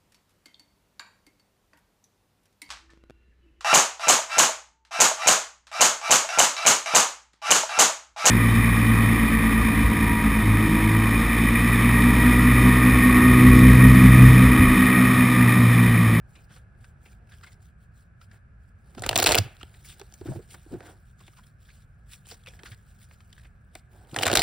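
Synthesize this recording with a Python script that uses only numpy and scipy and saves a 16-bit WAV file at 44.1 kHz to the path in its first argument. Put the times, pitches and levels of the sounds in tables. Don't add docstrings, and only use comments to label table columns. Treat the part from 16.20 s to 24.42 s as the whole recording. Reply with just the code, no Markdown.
import sys
import numpy as np
from scipy import signal
from scipy.fft import rfft, irfft, next_fast_len
from scipy.io import wavfile
from scipy.ndimage import uniform_filter1d, map_coordinates

SR = 44100
rng = np.random.default_rng(int(sys.argv[2]) if len(sys.argv) > 2 else 0)


def file_out(sig):
    cols = np.atleast_2d(sig).T
    lim = np.clip(cols, -1, 1)
    pcm = np.round(lim * 32767).astype(np.int16)
    wavfile.write(sys.argv[1], SR, pcm)


def magnitude_from_level(level_db):
    exponent = np.asarray(level_db, float) / 20
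    return 10 ** exponent


N = 362502
TIME_S = np.arange(N) / SR
FRAME = 4096
LAG_S = (np.arange(FRAME) - FRAME // 2) / SR

# [freq_hz, level_db]
CARD_COLOUR = [(500, -16.5), (1200, 2), (2500, 3), (4000, 2), (6500, -2.5), (8200, -3), (12500, -10.5),
               (15400, -7.5), (17000, -49.5)]


def unit(x):
    return x / np.sqrt(np.mean(x ** 2) + 1e-20)


def along(points, hz):
    f, v = np.transpose(points)
    return np.interp(np.log(hz + 1), np.log(f + 1), v)


def wobble(knots_per_s):
    knots = rng.standard_normal(int(N * knots_per_s / SR) + 4)
    return map_coordinates(knots, [TIME_S * knots_per_s])


def filtered(x, response):
    n = x.shape[-1]
    m = next_fast_len(n + 4096)
    return irfft(rfft(x, m) * response(np.fft.rfftfreq(m, 1 / SR)), m)[..., :n]


def resonance(f, hz, width_hz):
    return 1j * f * width_hz / (hz * hz - f * f + 1j * f * width_hz)


def deck_body(f):
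    # [freq_hz, width_hz, level_db]
    air_modes = [(191, 19, -9), (337, 120, -0.5), (528, 150, -3), (725, 143, -0.5), (1060, 400, -10.5),
                 (1450, 290, -8.5)]
    response = 0
    for k, (hz, width_hz, db) in enumerate(air_modes):
        response = response + (-1) ** k * magnitude_from_level(db) * resonance(f, hz, width_hz)
    return response


def spread(pair, alike):
    turn = lambda hz: np.arccos(np.clip(along(alike, hz), -1, 1)) / 2
    mid, side = filtered(pair, lambda hz: np.array([np.cos(turn(hz)), np.sin(turn(hz))]))
    return np.array([mid + side, mid - side])


def add(out, start_s, peak_db, burst):
    peak = np.sqrt(np.abs(uniform_filter1d(burst[0] ** 2, size=66)).max())
    target = out[:, round(start_s * SR):][:, :FRAME]
    target += magnitude_from_level(peak_db) * burst[:, :target.shape[1]] / peak


def blank():
    return np.zeros((2, N + FRAME))


def trimmed(out):
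    return out[:, FRAME // 2:][:, :N]


def swell(fall_ms, rise):
    return np.exp(np.where(LAG_S < 0, LAG_S / rise, -LAG_S) * 1000 / fall_ms)


def gestures(rows, attack_db_per_s, release_db_per_s, rest_db):
    out_db = np.full(N, float(rest_db))
    for start_s, hold_s, db in rows:
        before_db = attack_db_per_s * (start_s - TIME_S)
        after_db = release_db_per_s * (TIME_S - start_s - hold_s)
        out_db = np.maximum(out_db, db - np.maximum(before_db, np.maximum(after_db, 0)))
    return out_db


def snaps(rows, shorten, rise, ring_db, ring_width, spiky_db, body_db, upper, lead_in):
    out = blank()
    for start_s, peak_db, hz, ms, deck_db in rows:
        noise = rng.standard_normal((5, FRAME))
        upper_hz = hz * rng.uniform(1.4, 2.6)
        shape = swell(shorten * ms, rise + 0.0012 * ms)
        release = 2.2 * min(1, 10 / ms) * swell(.3, .3)
        drag = lead_in * swell(0.96, 3.2)
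        spikes = magnitude_from_level(spiky_db * unit(uniform_filter1d(noise[4], size=12)))
        crackle = noise[:2] * ((shape + drag) * spikes + release)
        tilt = np.clip(.4 - 0.044 * ms + 1.2 * np.log2(hz / 3000), -1.2, 1.3)

        def card(f):
            lower_mode = resonance(f, hz, ring_width * hz)
            upper_mode = upper * resonance(f, upper_hz, ring_width * hz)
            ring = 1 + magnitude_from_level(ring_db) * (lower_mode - upper_mode)
            return magnitude_from_level(along(CARD_COLOUR, f)) * (1 + f / 5000) ** tilt * ring

        add(out, start_s, peak_db, filtered(crackle, card))
        pumped = filtered(noise[2:4] * shape, deck_body)
        add(out, start_s + .001, peak_db + deck_db + body_db, pumped)
    return trimmed(out)


def blows(rows, shorten, rise, sharp, rattle):
    out = blank()
    for start_s, peak_db, hz, ms in rows:
        noise = rng.standard_normal((4, FRAME))
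        drift = filtered(noise[:2], lambda f: resonance(f, hz, hz / sharp) ** 2)
        tone = np.sin(2 * np.pi * (hz * LAG_S + rng.random((2, 1)))) + 0.55 * unit(drift)
        tone = tone + rattle * unit(filtered(noise[2:], deck_body))
        rounded = uniform_filter1d(swell(shorten * ms, rise), size=int(SR / hz))
        add(out, start_s, peak_db, tone * rounded * np.hanning(FRAME))
    return trimmed(out)


def room_tone():
    # [freq_hz, density_db_per_hz]
    spectrum = [(28, -6), (50, 1.5), (111, -3), (220, -15.5), (288, -31), (720, -30), (950, -38.5),
                (1300, -27), (1700, -23), (1860, -38), (2500, -38), (3300, -54.5), (9600, -59),
                (16000, -76)]
    # [freq_hz, likeness]
    alike = [(100, .97), (290, .7), (1400, .02), (3000, .5), (12000, .99)]
    # [time_s, level_db]
    drift = [(0, -49.5), (1.3, -51.5), (3.5, -51), (5.6, -52.5), (6.3, -51), (8.22, -52.5)]
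    tone = unit(filtered(rng.standard_normal((2, N)), lambda f: magnitude_from_level(along(spectrum, f))))
    return magnitude_from_level(np.interp(TIME_S, *np.transpose(drift))) * spread(tone, alike)


def sliding(clumped):
    # [start_s, hold_s, level_db]
    strokes = [(.1, 0.15, -69.5), (.33, 0.044, -61.5), (.61, 0.079, -69.5), (.84, 0.094, -66),
               (1.1, 0.23, -65.5), (1.42, 0.05, -68.5), (1.62, 0.02, -73.5), (1.76, 0.071, -71.5),
               (2.03, 0.0091, -65), (2.13, 0.023, -69), (2.42, 0.075, -79), (3.66, 0.064, -50.5),
               (4.06, 0.11, -56), (4.31, 0.033, -53.5), (4.52, 0.02, -60), (4.66, 0.053, -59.5),
               (5.0, .29, -66), (5.42, 0.205, -66.5), (5.93, 0.0071, -47.5), (6.09, 0.042, -50),
               (6.28, 0.087, -63), (6.45, 0.073, -58), (6.69, 0.029, -66), (6.82, 0.016, -57.5),
               (6.93, 0.006, -61.5), (7.19, 0.014, -63), (7.56, 0.017, -61), (7.72, 0.115, -69)]
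    # [start_s, hold_s, level_db]
    grips = [
        (3.278, 1.46, -66),
        (4.756, 0.17, -72.5),
        (5.9, 1.38, -71.5),
    ]
    # [start_s, hold_s, level_db]
    squeezes = [
        (.05, 1.35, -61.5),
        (3.3, 0.71, -61),
        (4.07, 0.068, -44.5),
        (4.34, 0.0033, -52),
        (4.51, 0.018, -51.5),
        (4.6, 0.1, -45),
        (6.11, 0.0092, -56.5),
        (6.3, 0.2, -57),
        (7.55, 0.011, -57.5),
        (7.75, 0.15, -52),
    ]
    # [time_s, sliding_db]
    thumbs = [
        [(2.55, -88), (2.75, -66), (2.94, -52), (2.98, -31), (3.03, -29.5), (3.08, -22.5), (3.185, -37.5),
         (3.21, -51), (3.4, -83)],
        [(7.8, -97.5), (7.9, -62), (7.98, -50.5), (8.05, -37.5), (8.11, -34.5), (8.17, -32), (8.22, -28.5)],
    ]
    # [sliding_db, air_db]
    flex_law = [(-100, -90), (-68.5, -52), (-58, -39.5), (-30, -23.5)]
    # [freq_hz, level_db]
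    light_colour = [(500, -27), (1500, -4), (3300, -2), (6500, -4), (8200, -1.5), (11200, -5.5),
                    (15700, -5), (16400, -42)]

    bends_db = [np.interp(TIME_S, *np.transpose(bend), left=-99) for bend in thumbs]
    thumbs_db = np.maximum(*bends_db)
    rubs_db = gestures(strokes + grips, attack_db_per_s=422, release_db_per_s=376, rest_db=-106)
    hiss_db = np.maximum(thumbs_db, rubs_db)
    flex_db = np.interp(thumbs_db, *np.transpose(flex_law))
    squeezed_db = gestures(squeezes, attack_db_per_s=230, release_db_per_s=169, rest_db=-71.5)
    air_db = np.maximum(flex_db, squeezed_db)
    pressure = np.clip((hiss_db + 46) / 10, 0, 1)

    grain = magnitude_from_level(1.2 * wobble(70) + (2.2 + 3.4 * pressure) * wobble(350))
    z = signal.stft(grain * rng.standard_normal((2, N)), nperseg=256)[2]
    patches = uniform_filter1d(rng.standard_normal(z.shape[1:]), size=5, axis=0)
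    patches = uniform_filter1d(patches, size=9, axis=1)
    patchy = signal.istft(z * magnitude_from_level(2.8 * unit(patches)), nperseg=256)[1][:, :N]
    patchy = patchy / magnitude_from_level(2 * pressure)

    light = unit(filtered(patchy, lambda f: magnitude_from_level(along(light_colour, f))))
    firm = unit(filtered(patchy, lambda f: magnitude_from_level(along(CARD_COLOUR, f))))
    firm = unit(filtered(firm, lambda f: (1 + (f / 4000) ** 2) ** -0.2))
    hiss = (1 - pressure) * light + pressure * clumped ** .6 * firm
    rush = unit(filtered(magnitude_from_level(1.1 * wobble(37)) * rng.standard_normal((2, N)), deck_body))
    return magnitude_from_level(hiss_db) * hiss + magnitude_from_level(air_db - 9.5) * clumped ** .55 * rush


def edge_scuffs():
    # [start_s, peak_db, ring_hz, length_ms]
    flicks = [(0.158, -53.5, 2550, 26), (0.6445, -49, 1550, 15.5), (1.124, -51.5, 1670, 67),
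              (1.2365, -43.5, 1440, 29), (1.2794, -52.5, 1570, 25), (2.015, -50, 1360, 29),
              (2.1148, -53, 1750, 14), (3.3682, -50, 3600, 2.5), (3.413, -43.5, 1310, 26),
              (3.5418, -54, 2310, 9.2), (3.9398, -44.5, 6420, 14.5), (5.1873, -59.5, 1120, 7.4),
              (5.4909, -53, 1633, 27), (5.9346, -47.5, 3520, 20), (6.262, -44.5, 2680, 6.4),
              (6.2724, -40, 2460, 37), (6.393, -47.5, 1730, 18), (6.4596, -43, 1500, 30),
              (6.5201, -45.5, 1690, 29), (6.5347, -54.5, 1715, 17), (7.129, -47.5, 3240, 10.8),
              (7.18, -49, 1624, 19)]
    # [start_s, peak_db, ring_hz, length_ms]
    more_flicks = [(.34, -56, 3260, 15), (.885, -61, 2600, 10), (.93, -61, 2380, 11), (1.073, -69, 2600, 11),
                   (1.093, -60, 2600, 11), (1.121, -54, 3200, 11), (1.139, -56, 1820, 14),
                   (1.257, -56, 1480, 7.7), (1.271, -49.5, 2120, 32), (1.319, -59, 2020, 14),
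                   (1.321, -66, 4000, 12), (3.41, -49, 2780, 40), (3.547, -53, 1900, 8),
                   (3.649, -50.5, 2200, 5), (3.696, -48, 3460, 89), (3.804, -50.5, 3500, 16),
                   (4.999, -70, 3250, 30), (5.037, -61, 3580, 58), (5.068, -54.5, 3530, 20),
                   (5.134, -58.5, 1246, 14), (5.172, -56.5, 990, 28), (5.182, -56, 1400, 20),
                   (5.195, -55, 1520, 10), (5.238, -59.5, 3330, 18), (5.27, -62.5, 5180, 11),
                   (5.454, -62, 3440, 18.4), (5.503, -54, 2370, 21), (6.057, -54.5, 3100, 14),
                   (6.237, -57.5, 3310, 6), (6.286, -43, 3300, 10), (6.337, -52.5, 1690, 11),
                   (6.478, -54, 4500, 31), (6.546, -55.5, 4390, 6.5), (6.943, -65, 2930, 10),
                   (7.006, -53.5, 1300, 14), (7.166, -60, 1500, 8), (7.197, -54, 1860, 14),
                   (7.216, -60, 1700, 10), (7.236, -57, 1850, 9.7), (7.734, -62, 2960, 9.1),
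                   (7.849, -63, 3120, 8.5), (7.872, -66, 4140, 8.9), (7.896, -57.5, 3770, 9.7),
                   (7.913, -52.5, 3060, 9.8)]
    deck_db = -19.5
    return snaps([(*row, deck_db) for row in flicks + more_flicks], shorten=0.33, rise=.33, ring_db=15.0,
                 ring_width=0.072, spiky_db=3.5, body_db=-1.0, upper=0.5, lead_in=0)


def face_taps():
    # [start_s, peak_db, ring_hz, length_ms]
    contacts = [(0.173, -56.5, 2440, 150), (0.3077, -53.5, 1450, 80), (0.3646, -52.5, 1370, 39),
                (0.859, -52.5, 2380, 35), (1.212, -54, 1430, 10), (2.1336, -57, 1610, 190),
                (3.431, -35.5, 3250, 5.9), (3.797, -43.5, 5170, 8.5), (3.8149, -41.5, 790, 12),
                (3.9242, -49.5, 5570, 5.7), (4.069, -49, 1400, 41), (4.3446, -43.5, 1610, 23),
                (4.012, -55, 1950, 4.2), (4.121, -56, 1860, 5.2), (4.606, -42.5, 1584, 10.4),
                (4.628, -53, 1600, 8), (4.6661, -49.5, 1450, 134), (5.0055, -52.5, 1065, 36),
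                (5.08, -48.5, 2283, 14.6), (6.069, -50, 8100, 3.2), (6.114, -41.5, 4660, 36),
                (6.4346, -43, 1990, 7.3), (6.9105, -51.5, 2090, 25), (7.25, -53.5, 2090, 36),
                (7.5549, -41, 2226, 20.4), (7.553, -39.5, 8800, 5.3)]
    deck_db = -4
    return snaps([(*row, deck_db) for row in contacts], shorten=0.3, rise=.25, ring_db=8.5,
                 ring_width=0.2, spiky_db=5.5, body_db=-1, upper=0.25, lead_in=0)


def riffle_snaps():
    # [start_s, peak_db, ring_hz, length_ms]
    first_riffle = [(2.7498, -50, 2235, 5.6), (2.7805, -43.5, 1320, 23), (2.795, -40.5, 6240, 6.5),
                    (2.822, -30, 7150, 4.1), (2.8384, -27.5, 1659, 16), (2.8632, -30, 1358, 18),
                    (2.864, -25.5, 7390, 4.5), (2.8913, -18, 4400, 3.8), (2.8918, -15.5, 2927, 4.6),
                    (2.9118, -30, 2754, 8.7), (2.9299, -27, 1700, 4), (2.9584, -14, 3803, 5.7),
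                    (2.9628, -14, 2782, 2.8), (2.9772, -14, 7490, 1.2), (2.987, -21.5, 3980, 3.3),
                    (2.9925, -23.5, 2922, 7), (3.0005, -18, 4270, 3.9), (3.0128, -29.5, 3864, 4.1),
                    (3.026, -18.5, 1450, 3), (3.029, -18.5, 6804, 4.6), (3.0416, -17.5, 4380, 4.3),
                    (3.0634, -14.5, 2797, 2.8), (3.0702, -13, 4040, 8.4), (3.0762, -18.5, 3660, 2.9),
                    (3.0843, -21, 3860, 2.9), (3.091, -16.5, 2638, 4), (3.096, -23.5, 7960, 3),
                    (3.104, -23.5, 7500, 6.1), (3.1104, -19, 2620, 4.3), (3.1204, -14.5, 4330, 8.7),
                    (3.1241, -20.5, 7820, 5), (3.138, -24, 2188, 4), (3.1465, -11.5, 2215, 2.5),
                    (3.1527, -18.5, 9230, 2.2), (3.153, -15.5, 2708, 8.3), (3.1664, -27.5, 1288, 13),
                    (3.1755, -29.5, 8040, 4), (3.1784, -20, 2300, 5), (3.1828, -16.5, 2800, 5.6),
                    (3.1864, -12, 4700, 4.5)]
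    # [start_s, peak_db, ring_hz, length_ms]
    second_riffle = [(7.9437, -39, 4200, 2.6), (7.945, -37.5, 1400, 5), (7.9635, -32.5, 8000, 4.3),
                     (7.9633, -21, 1820, 8.9), (7.9799, -45, 1390, 6), (7.988, -20.5, 2950, 7.7),
                     (7.997, -37.5, 7000, 3), (8.012, -34, 2960, 20), (8.024, -26.5, 5150, 8.1),
                     (8.0291, -22.5, 2510, 5.2), (8.0335, -15.5, 2890, 6.2), (8.045, -38, 1600, 7),
                     (8.0547, -25, 3800, 10), (8.0608, -22.5, 1770, 3), (8.0665, -18, 7800, 2.9),
                     (8.0669, -16, 1330, 7.3), (8.079, -22, 7740, 2.3), (8.0797, -21, 1290, 11),
                     (8.0995, -23, 1490, 8), (8.1155, -21.5, 2830, 6.4), (8.1299, -20.5, 3350, 6.4),
                     (8.138, -19, 4130, 2), (8.1533, -17.5, 7940, 4.2), (8.155, -11, 3110, 4.5),
                     (8.163, -19.5, 4064, 3), (8.1723, -11, 3860, 7.6), (8.184, -25, 2040, 11),
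                     (8.194, -14, 4102, 10), (8.213, -34, 4138, 5), (8.2192, -14.5, 2680, 6.5)]
    full_pump_db, pump_lag_db_per_db = -31.5, 0.49
    flips = []
    for row in first_riffle + second_riffle:
        flips.append((*row, -pump_lag_db_per_db * max(row[1] - full_pump_db, 0)))
    return snaps(flips, shorten=0.61, rise=0.14, ring_db=8.5, ring_width=.1, spiky_db=3.5,
                 body_db=-5.5, upper=.6, lead_in=.1)


def clumps(riffle):
    force = np.abs(riffle[0])
    near = np.abs(uniform_filter1d(force, size=SR // 150)) + 1e-4
    around = np.abs(uniform_filter1d(force, size=SR // 12)) + 1e-4
    return near / around


def palm_knocks():
    # [start_s, peak_db, pitch_hz, length_ms]
    pushes = [(2.775, -38, 242, 20), (3.4349, -48.5, 230, 6.6), (3.8163, -40.5, 395, 22),
              (4.0155, -34, 349, 14.4), (4.06, -33, 300, 18), (4.0877, -29, 323, 15),
              (4.1212, -37, 640, 29), (4.1586, -34.5, 337, 31), (4.1946, -40, 381, 29),
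              (4.4644, -46.5, 330, 16), (4.518, -40.5, 388, 24), (4.53, -33, 256, 19),
              (4.543, -30.5, 352, 110), (4.608, -45, 447, 6.9), (4.6936, -53.5, 319, 94),
              (5.19, -51, 996, 16.2), (6.1242, -48, 475, 25), (6.2806, -50.5, 516, 29),
              (6.438, -52.5, 365, 13.4), (7.5573, -45.5, 667, 20), (7.8732, -59, 510.0, 35)]
    return blows(pushes, shorten=0.38, rise=0.36, sharp=2.0, rattle=0.13)


def air_pops():
    # [start_s, peak_db, pitch_hz, length_ms]
    first_pops = [(2.7831, -38.5, 349.8, 14.6), (2.8229, -34.5, 590.0, 4.5), (2.8397, -34.7, 712, 9.7),
                  (2.8649, -31.5, 530, 17.9), (2.8951, -33, 366.4, 14), (2.9128, -26.5, 645, 11),
                  (2.9311, -28.5, 753, 12), (2.95, -32, 680.0, 2.6), (2.964, -22, 687, 6.9),
                  (2.9957, -19.5, 696, 11), (3.0034, -34, 480.3, 2.4), (3.015, -34.5, 447, 2.7),
                  (3.0272, -21.5, 764, 9.1), (3.0475, -20.5, 463.4, 6.8), (3.067, -18.5, 694, 11),
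                  (3.0829, -24, 505, 2.2), (3.092, -17.5, 646, 4.1), (3.1024, -21, 661.3, 5.1),
                  (3.112, -16.5, 671.4, 10.6), (3.1263, -25.5, 516, 7.7), (3.1484, -20.5, 489, 6.1),
                  (3.1588, -24, 690.0, 12), (3.168, -22.5, 452.7, 8.4), (3.1809, -29, 650.0, 3.3),
                  (3.1888, -23.5, 700, 9.2)]
    # [start_s, peak_db, pitch_hz, length_ms]
    second_pops = [(7.9347, -38, 330.0, 18.1), (7.9641, -28, 880, 7.1), (7.9795, -32.5, 472.3, 5.7),
                   (7.99, -31.5, 940, 9.4), (7.998, -30, 490.0, 8.8), (8.0124, -28.5, 725, 5.2),
                   (8.0334, -28, 825, 7), (8.045, -28.5, 467, 12), (8.0576, -23, 494, 4.5),
                   (8.0684, -23, 650.0, 51.6), (8.083, -30.5, 750, 8.9), (8.1013, -28, 560.0, 8),
                   (8.1087, -25.5, 620.0, 2.9), (8.1175, -22.5, 608, 5.6), (8.133, -18, 539, 1.4),
                   (8.139, -23, 360.5, 15.5), (8.1566, -27.5, 650.0, 2.5), (8.1644, -22.5, 535, 30.4),
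                   (8.1721, -21, 718, 5.7), (8.187, -27, 744, 5.8), (8.1969, -21, 720, 8.3)]
    longest_ms = 12
    rows = [(*row[:3], min(row[3], longest_ms)) for row in first_pops + second_pops]
    return blows(rows, shorten=0.37, rise=0.7, sharp=1.2, rattle=0.41)


def table_thuds():
    # [start_s, peak_db, pitch_hz, length_ms]
    thuds = [(2.8093, -36, 114, 55), (2.859, -34, 91, 33), (2.88, -32, 45.3, 64), (2.9161, -33.5, 115, 24),
             (2.941, -34.5, 122, 20), (2.9723, -32.5, 96, 21), (3.005, -39, 101, 42),
             (3.0358, -31.5, 94, 45), (3.097, -33.5, 156, 35), (3.1, -28.5, 45.6, 120),
             (3.1326, -26, 81.4, 30), (3.201, -19, 99, 31), (3.2373, -39.5, 129, 13),
             (3.2602, -35, 115, 17), (4.0274, -40.5, 93.2, 23), (4.0753, -34, 115.5, 15),
             (4.108, -27.5, 129, 47.8), (4.1755, -30, 108, 49), (4.5434, -36.5, 137.3, 83),
             (4.5731, -37.5, 118.6, 26), (6.5297, -39, 103, 68.6), (7.9365, -35.5, 127.3, 14),
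             (7.9892, -34.5, 112, 40), (8.0117, -34, 108, 14), (8.0799, -29, 95.6, 43),
             (8.1221, -29.5, 103, 48.3), (8.1905, -29.5, 122, 34), (8.2, -28, 44.6, 90)]
    return blows(thuds, shorten=0.73, rise=0.95, sharp=1.5, rattle=0.013)


def thumbnail_ticks():
    # [start_s, peak_db]
    clicks = [
        (2.9775, -17),
        (3.001, -19.5),
        (3.0286, -18),
        (3.041, -19.5),
        (3.1528, -13),
        (8.1278, -31),
    ]
    out = blank()
    for start_s, peak_db in clicks:
        burst = rng.standard_normal((2, FRAME)) * swell(.45, .7)
        add(out, start_s, peak_db, filtered(burst, lambda f: resonance(f, 14000, 6500) ** 2))
    return trimmed(out)


def walls(x):
    # [freq_hz, t60_s]
    decay = [(200, 0.16), (2000, 0.6), (5000, 0.21), (11000, 0.21)]
    hz, t, z = signal.stft(rng.standard_normal((3, 2, SR // 3)), SR, nperseg=256)
    tails = signal.istft(z * magnitude_from_level(-60 * t / along(decay, hz)[:, None]), SR, nperseg=256)[1]
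    x = np.pad(x, ((0, 0), (300, 0)))
    turn = np.arange(x.shape[1]) / SR * 20
    echo = 0
    for k, tail in enumerate(tails):
        spot = (1 + np.cos(2 * np.pi * (turn + k / 3))) / 3
        echo = echo + signal.fftconvolve(x * spot, tail / np.linalg.norm(tail[0]), axes=1)[:, :N]
    return echo * np.sqrt(2)


def scene():
    # [freq_hz, likeness]
    card_alike = [(100, .98), (140, .8), (240, .97), (600, .92), (1400, .7), (3100, .94), (6500, .85),
                  (12000, .99)]
    # [freq_hz, left_over_right_db]
    deck_side = [(60, 0), (330, -.5), (600, -5.5), (1400, 1.5), (3000, 1.05)]
    riffle = riffle_snaps()
    near = riffle + air_pops() + edge_scuffs() + face_taps()
    near = near + palm_knocks() + table_thuds() + thumbnail_ticks()
    scattered = [(hz, alike - 0.12 * (hz > 5000)) for hz, alike in card_alike]
    hands = spread(near + magnitude_from_level(-21) * walls(near), scattered)
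    hands = hands + spread(sliding(clumps(riffle)), card_alike)
    sided = filtered(hands, lambda hz: magnitude_from_level(np.outer([.5, -.5], along(deck_side, hz))))
    return sided + room_tone()


def roll_off(x):
    return signal.sosfilt(signal.butter(12, 17000, fs=SR, output="sos"), x)


def record(dry):
    # [freq_hz, lead_rad]
    port_lead = [(0, 0), (5200, -.3), (6200, -2.1), (7000, -4.3), (8300, -6.1), (10200, -6.9),
                 (12100, -9.1), (13600, -9.8), (15200, -12.3), (16500, -12.6)]
    f, lead_rad = np.transpose(port_lead)
    capsule = filtered(dry, lambda hz: 1 / (1 + (34 / (hz + 1)) ** 4))
    phase = lambda hz: np.exp(.5j * np.outer([1, -1], np.interp(hz, f, lead_rad)))
    ports = filtered(capsule, phase) * magnitude_from_level([[-.3], [.3]])
    bent = ports / (1 + np.abs(ports / .85) ** 4) ** (1 / 4)
    return roll_off(bent)


dry = scene()
out = record(dry)
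file_out(out)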